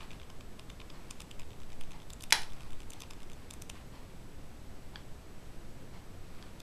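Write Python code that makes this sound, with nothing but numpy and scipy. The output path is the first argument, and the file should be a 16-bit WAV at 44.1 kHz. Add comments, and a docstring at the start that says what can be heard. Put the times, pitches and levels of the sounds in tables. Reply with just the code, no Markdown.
"""In a small, quiet room, a makeup brush is swept to and fro over a cheek.
The bristles barely hiss as they flick over the skin. Small dry creaks and ticks come in spells,
about ten a second, probably from the handle sticking and slipping in the grip.
Something of hard plastic clacks sharply once, and later there are two light taps.
A faint far clock, a low rumble, hiss and a thin whine lie underneath."""
import sys
import numpy as np
from scipy import signal
from scipy.fft import rfft, irfft
from scipy.io import wavfile

SR = 44100
rng = np.random.default_rng(int(sys.argv[2]) if len(sys.argv) > 2 else 0)


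def inscribe(sig):
    """Save sig as 16-bit PCM at rate SR to the path in sys.argv[1].

    A 1-D sig is mono; a 2-D sig holds one channel per row.
    Samples are clipped to [-1, 1] before scaling.
    """
    pcm = np.round(np.clip(np.atleast_2d(sig).T, -1, 1) * 32767)
    wavfile.write(sys.argv[1], SR, pcm.astype(np.int16))


N = 291927
TIME = np.arange(N) / SR
SLIP_GAP_S = .0145   # usual time between the slips of one creak


def from_db(db):
    """Turn decibels into a number to multiply a sound by."""
    return 10 ** (np.asarray(db) / 20)


def coloured(sound, spectrum):
    """Shape a sound with (pitch_hz, level_db) rows, then set its average strength (rms) to 1."""
    hz, db = np.transpose(spectrum)
    bins_hz = np.maximum(np.fft.rfftfreq(len(sound), 1 / SR), 1)
    gains = from_db(np.interp(np.log(bins_hz), np.log(hz), db))
    shaped = irfft(rfft(sound) * gains, len(sound))
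    return shaped / np.sqrt(np.mean(shaped ** 2) + 1e-20)


def resonate(force, hz, width_hz):
    """Ring at one pitch; the narrower the width, the longer the ring."""
    r = np.exp(-np.pi * width_hz / SR)
    feedback = [1, -2 * r * np.cos(2 * np.pi * hz / SR), r * r]
    return signal.lfilter(np.array([1, 0, -1]) * (1 - r * r) / 2, feedback, force)


def add(track, start_s, sound):
    """Mix a sound into a track at a given time."""
    at = int(start_s * SR)
    track[at:at + len(sound)] += sound[:N - at]


def swells(rows, rest_db):
    """A loudness curve: a steady level with smooth, bell-shaped rises."""
    power = sum(from_db(db) ** 2 * np.exp(-(2 * (TIME - middle_s) / length_s) ** 2)
                for middle_s, length_s, db in rows)
    return np.sqrt(from_db(rest_db) ** 2 + power)


def contact(force, modes, treble_db, ring, band_hz):
    """A force makes an object ring at its own pitches (modes); the result always has the same energy."""
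    ringing = sum(from_db(db) * resonate(force, hz, width_hz / ring) for hz, width_hz, db in modes)
    # a small object gives off no bass, and a soft contact limits the highs
    ringing = signal.sosfilt(signal.butter(2, band_hz, "band", fs=SR, output="sos"), ringing)
    # a harder contact lifts the treble against the middle
    filters = [signal.butter(2, 4600, side, fs=SR, output="sos") for side in ("low", "high")]
    middle, treble = (signal.sosfilt(np.tile(sos, (2, 1)), ringing) for sos in filters)
    sound = middle + from_db(treble_db) * treble
    tick_s = .0023   # the energy is that of a sound of strength 1 lasting this long
    return sound / np.sqrt(np.sum(sound ** 2) / (tick_s * SR))


def room(sound, fade_s=0.29, first_echo_s=0.0039):
    """Many echoes follow a sound after a short gap, dying away by 60 dB in fade_s."""
    # the tone of the room's echo: pitch_hz, level_db
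    echo_tone = [(200, 22.5), (400, 8.5), (900, 7.5), (1200, 6.5), (2000, 0), (4500, 1.5), (7000, -3.5),
                 (10000, -2), (14000, -2)]
    t = TIME[:SR // 2]
    noise = coloured(rng.standard_normal(len(t)), echo_tone)
    echoes = noise * from_db(-60 * t / fade_s) * (t > first_echo_s)
    return signal.fftconvolve(sound, echoes / np.sqrt(np.sum(echoes ** 2)))[:len(sound)]


def background(hiss_db=-48, rumble_db=-46.5, whine_db=-78):
    """Room noise and hiss, a deep uneven rumble and a thin electronic whine."""
    # the tone of the steady room noise: pitch_hz, level_db
    hiss_tone = [(7.1, -36), (12, 6.5), (19, -6.5), (33, -9), (80, -13), (131, -15.5), (230, -19.5),
                 (559, -27), (1040, -33.5), (1720, -36), (2450, -39), (7100, -45.5), (7750, -46),
                 (8990, -47.5), (14000, -50.5)]
    # where the rumble grows louder: middle_s, length_s, level_db
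    rumble_swells = [(1.75, 0.42, -33.5), (2.65, 0.54, -39)]
    hiss = from_db(hiss_db) * coloured(rng.standard_normal(N), hiss_tone)
    rumble_tone = [(1, -2), (4, 3.0), (9, 4), (20, -20.5), (60, -38), (300, -90)]
    rumble = coloured(rng.standard_normal(N), rumble_tone)
    wander = coloured(rng.standard_normal(N), [(60, 3), (600, -33), (6000, -90)])
    whine_hz = 7860 + 50 * wander
    whine = np.sqrt(2) * np.sin(2 * np.pi * np.cumsum(whine_hz) / SR)
    return hiss + swells(rumble_swells, rumble_db) * rumble + from_db(whine_db) * whine


def clock(first_s, level_db, blur_s):
    """A clock across the room ticks once a second, blurred by distance."""
    # how the clock's case rings: pitch_hz, width_hz, level_db
    case_modes = [(900, 250, 9.5), (2000, 380, 0.5), (2880, 420, -9), (4100, 280, -5)]
    out, t = np.zeros(N), TIME[:SR // 4]
    for start_s in np.arange(first_s, N / SR):
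        blur = rng.standard_normal(len(t)) * t / blur_s * np.exp(-t / blur_s)
        tick = contact(blur, case_modes, treble_db=0, ring=1, band_hz=(500, 7000))
        add(out, start_s, from_db(level_db) * tick)
    return out


def knocks(hits, modes, scrape_gain, scrape_s, band_hz, echo_db):
    """Hard hits on one object: each is a snap and a brief scrape, with its own room echo."""
    out, t = np.zeros(N), TIME[:SR // 2]
    snap = t == 0
    for start_s, db, treble_db, ring in hits:
        scrape = scrape_gain * rng.standard_normal(len(t)) * (np.exp(-t / scrape_s) + 1e-18)
        knock = from_db(db) * contact(snap + scrape, modes, treble_db, ring, band_hz)
        add(out, start_s, knock + from_db(echo_db) * room(knock))
    return out


def light_taps():
    """Two light taps make an object ring briefly."""
    # the taps: start_s, level_db, treble_db, ring_factor (bigger rings longer)
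    hits = [(4.9581, -37.5, -10, 1.4), (6.4261, -47, 5, 0.77)]
    # how the tapped object rings: pitch_hz, width_hz, level_db
    modes = [(1690, 260, 3), (2410, 540, -8), (3320, 340, 3.5), (4480, 280, 2), (7100, 700, -22)]
    return knocks(hits, modes, scrape_gain=0.028, scrape_s=.0006, band_hz=(900, 5500), echo_db=-7.5)


def plastic_clack():
    """Hard plastic hits three times so quickly that it sounds like one clack."""
    # the hits: start_s, level_db, treble_db, ring_factor (bigger rings longer)
    hits = [(2.3238, -12.5, -12, 0.4), (2.3258, -15, 3, 1.55), (2.3272, -16.5, 2.5, 1.4)]
    # how the plastic rings: pitch_hz, width_hz, level_db
    modes = [(406, 128, 2), (813, 58, 0.5), (880, 52, 3), (955, 47, -0.5), (1620, 150, -2), (1930, 220, 7),
             (2220, 260, 3), (2400, 110, 6.5), (2980, 260, 2.5), (3360, 190, 5.5), (3960, 200, 9),
             (4650, 150, 2.5), (4830, 200, -1), (5400, 290, 4), (6180, 190, 1), (7030, 300, -7),
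             (8900, 590, -9), (10140, 520, -3.5), (11460, 400, -16), (12600, 700, -24)]
    return knocks(hits, modes, scrape_gain=0.14, scrape_s=0.00049, band_hz=(660, 12500), echo_db=-5.5)


def bristles(flicks_per_s, spread_db, light_touch_db):
    """Many hairs flick over the skin, each with a tiny click of its own size."""
    # firmer strokes of the brush: middle_s, length_s, level_db
    strokes = [(.04, 0.046, -53.5), (.135, .07, -59.5), (1.09, .2, -63), (1.82, .25, -70),
               (2.57, 0.28, -61), (3.0, .35, -69), (3.41, .13, -64), (3.78, 0.076, -58), (4.05, .25, -68.5),
               (5.62, 0.57, -70), (6.42, 0.27, -61.5)]
    # the tone of hairs on skin: pitch_hz, level_db
    hair_tone = [(300, -28), (600, 2.5), (1100, 4), (1600, -2.5), (2500, -1), (3500, -7), (4600, -7.5),
                 (6500, -17), (10000, -16), (14000, -27)]
    sizes = from_db(spread_db * np.minimum(rng.exponential(1, N), 4)) * rng.choice([-1, 1], N)
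    flicks = sizes * (rng.random(N) < flicks_per_s / SR)
    return swells(strokes, light_touch_db) * coloured(flicks, hair_tone)


def faint_slips(per_creak=3, beat_s=.1, first_s=.004, jitter_s=.002, loss_db=0.7, spread_db=1.5):
    """List the slips of faint creaks: on an even beat, each is a short run that tends to weaken."""
    # spells of faint creaking: start_s, end_s, level_db, treble_db
    spells = [(0, .3, -49, -23), (1.4, 2.1, -53.5, -8), (2.5, 3.4, -51, -1.5)]
    rows = []
    for start_s, end_s, db, treble_db in spells:
        for beat in range(round(start_s / beat_s), round(end_s / beat_s)):
            for k, (late, strong) in enumerate(rng.standard_normal((per_creak, 2))):
                time_s = beat * beat_s + first_s + k * SLIP_GAP_S + jitter_s * late
                rows.append((time_s, db - k * loss_db + spread_db * strong, treble_db))
    return rows


def all_slips(lead_s=.0035, lead_db=-10):
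    """List every slip: clear ticks, a little give in the grip before each, and faint slips between."""
    # the clear ticks: time_s, level_db, treble_db
    ticks = [(0.0075, -43.5, -26), (0.115, -48, -13), (0.3015, -47, -12), (0.4085, -48, -10),
             (0.5952, -43.5, -7.5), (0.7011, -43.5, -13), (0.8025, -46, -13), (0.8155, -46.5, -28),
             (0.902, -45.5, -18), (1.1095, -37.5, 7.5), (1.2046, -41, -1), (1.219, -45, 5),
             (1.3134, -42.5, 0), (1.3966, -44.5, -3), (1.8115, -43.5, -1), (1.9187, -48.5, 4),
             (2.1037, -43.5, 7), (2.134, -43, 15), (2.2084, -46, 3), (2.224, -45, 20), (2.2382, -39, 2.5),
             (2.3079, -35.5, 0.5), (2.4198, -44.5, 13), (2.433, -43.5, -3), (2.9052, -42.5, 19),
             (2.9345, -44, 10), (3.005, -44.5, 11), (3.02, -40.5, 2), (3.035, -46, -15), (3.1086, -42.5, 1),
             (3.5088, -40, 5), (3.5378, -44, 10), (3.6212, -41, 11.5), (3.699, -37, 3),
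             (6.6032, -45.5, 0.5)]
    leads = [(time_s - lead_s, db + lead_db, treble_db) for time_s, db, treble_db in ticks]
    # a clear tick eases the grip, so no faint slip falls right beside it
    faint = [slip for slip in faint_slips()
             if min(abs(slip[0] - tick[0]) for tick in ticks) > SLIP_GAP_S / 2]
    return list(ticks) + leads + faint


def handle_creaks(slip_s, softness, spread_db):
    """The handle sticks and slips in tiny jerks: each is a gritty burst that swells and stops."""
    # how the handle rings: pitch_hz, width_hz, level_db
    handle_modes = [(1150, 320, 7.5), (2546, 440, 7), (3030, 560, 6.5), (3500, 250, 5.5), (4920, 950, 2),
                    (6090, 200, 4.5), (7180, 420, 4), (8740, 300, 1.5), (10700, 760, -13),
                    (12900, 1200, -13)]
    out = np.zeros(N)
    for time_s, level_db, treble_db in all_slips():
        swell_s = slip_s * from_db(-softness * treble_db)   # dull slips last longer
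        age = TIME[:SR // 30] / swell_s
        burst = rng.standard_normal(len(age)) * age * np.exp(-age)
        modes = [(hz, width_hz, db + rng.normal(0, spread_db)) for hz, width_hz, db in handle_modes]
        tick = contact(burst, modes, treble_db, ring=0.91, band_hz=(650, 13000))
        add(out, max(time_s - swell_s, 0), from_db(level_db) * tick)
    return out


def scene():
    """Mix everything; the close creaks have less echo than the clack and the taps."""
    creaks = handle_creaks(slip_s=.0005, softness=0.33, spread_db=0.5)
    brush = creaks + from_db(-8.0) * room(creaks)
    brush += bristles(flicks_per_s=2000, spread_db=3.0, light_touch_db=-74)
    hits = plastic_clack() + light_taps()
    far = clock(first_s=.925, level_db=-45, blur_s=0.028) + background()
    return (brush + hits + far)[None]


def record(dry, cutoff_hz=14150):
    """Round off the loudest peak and cut the very highest pitches."""
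    rounded = 0.61 * np.tanh(dry / 0.58)
    return signal.sosfilt(signal.ellip(12, .1, 80, cutoff_hz, fs=SR, output="sos"), rounded)


dry = scene()
out = record(dry)
inscribe(out)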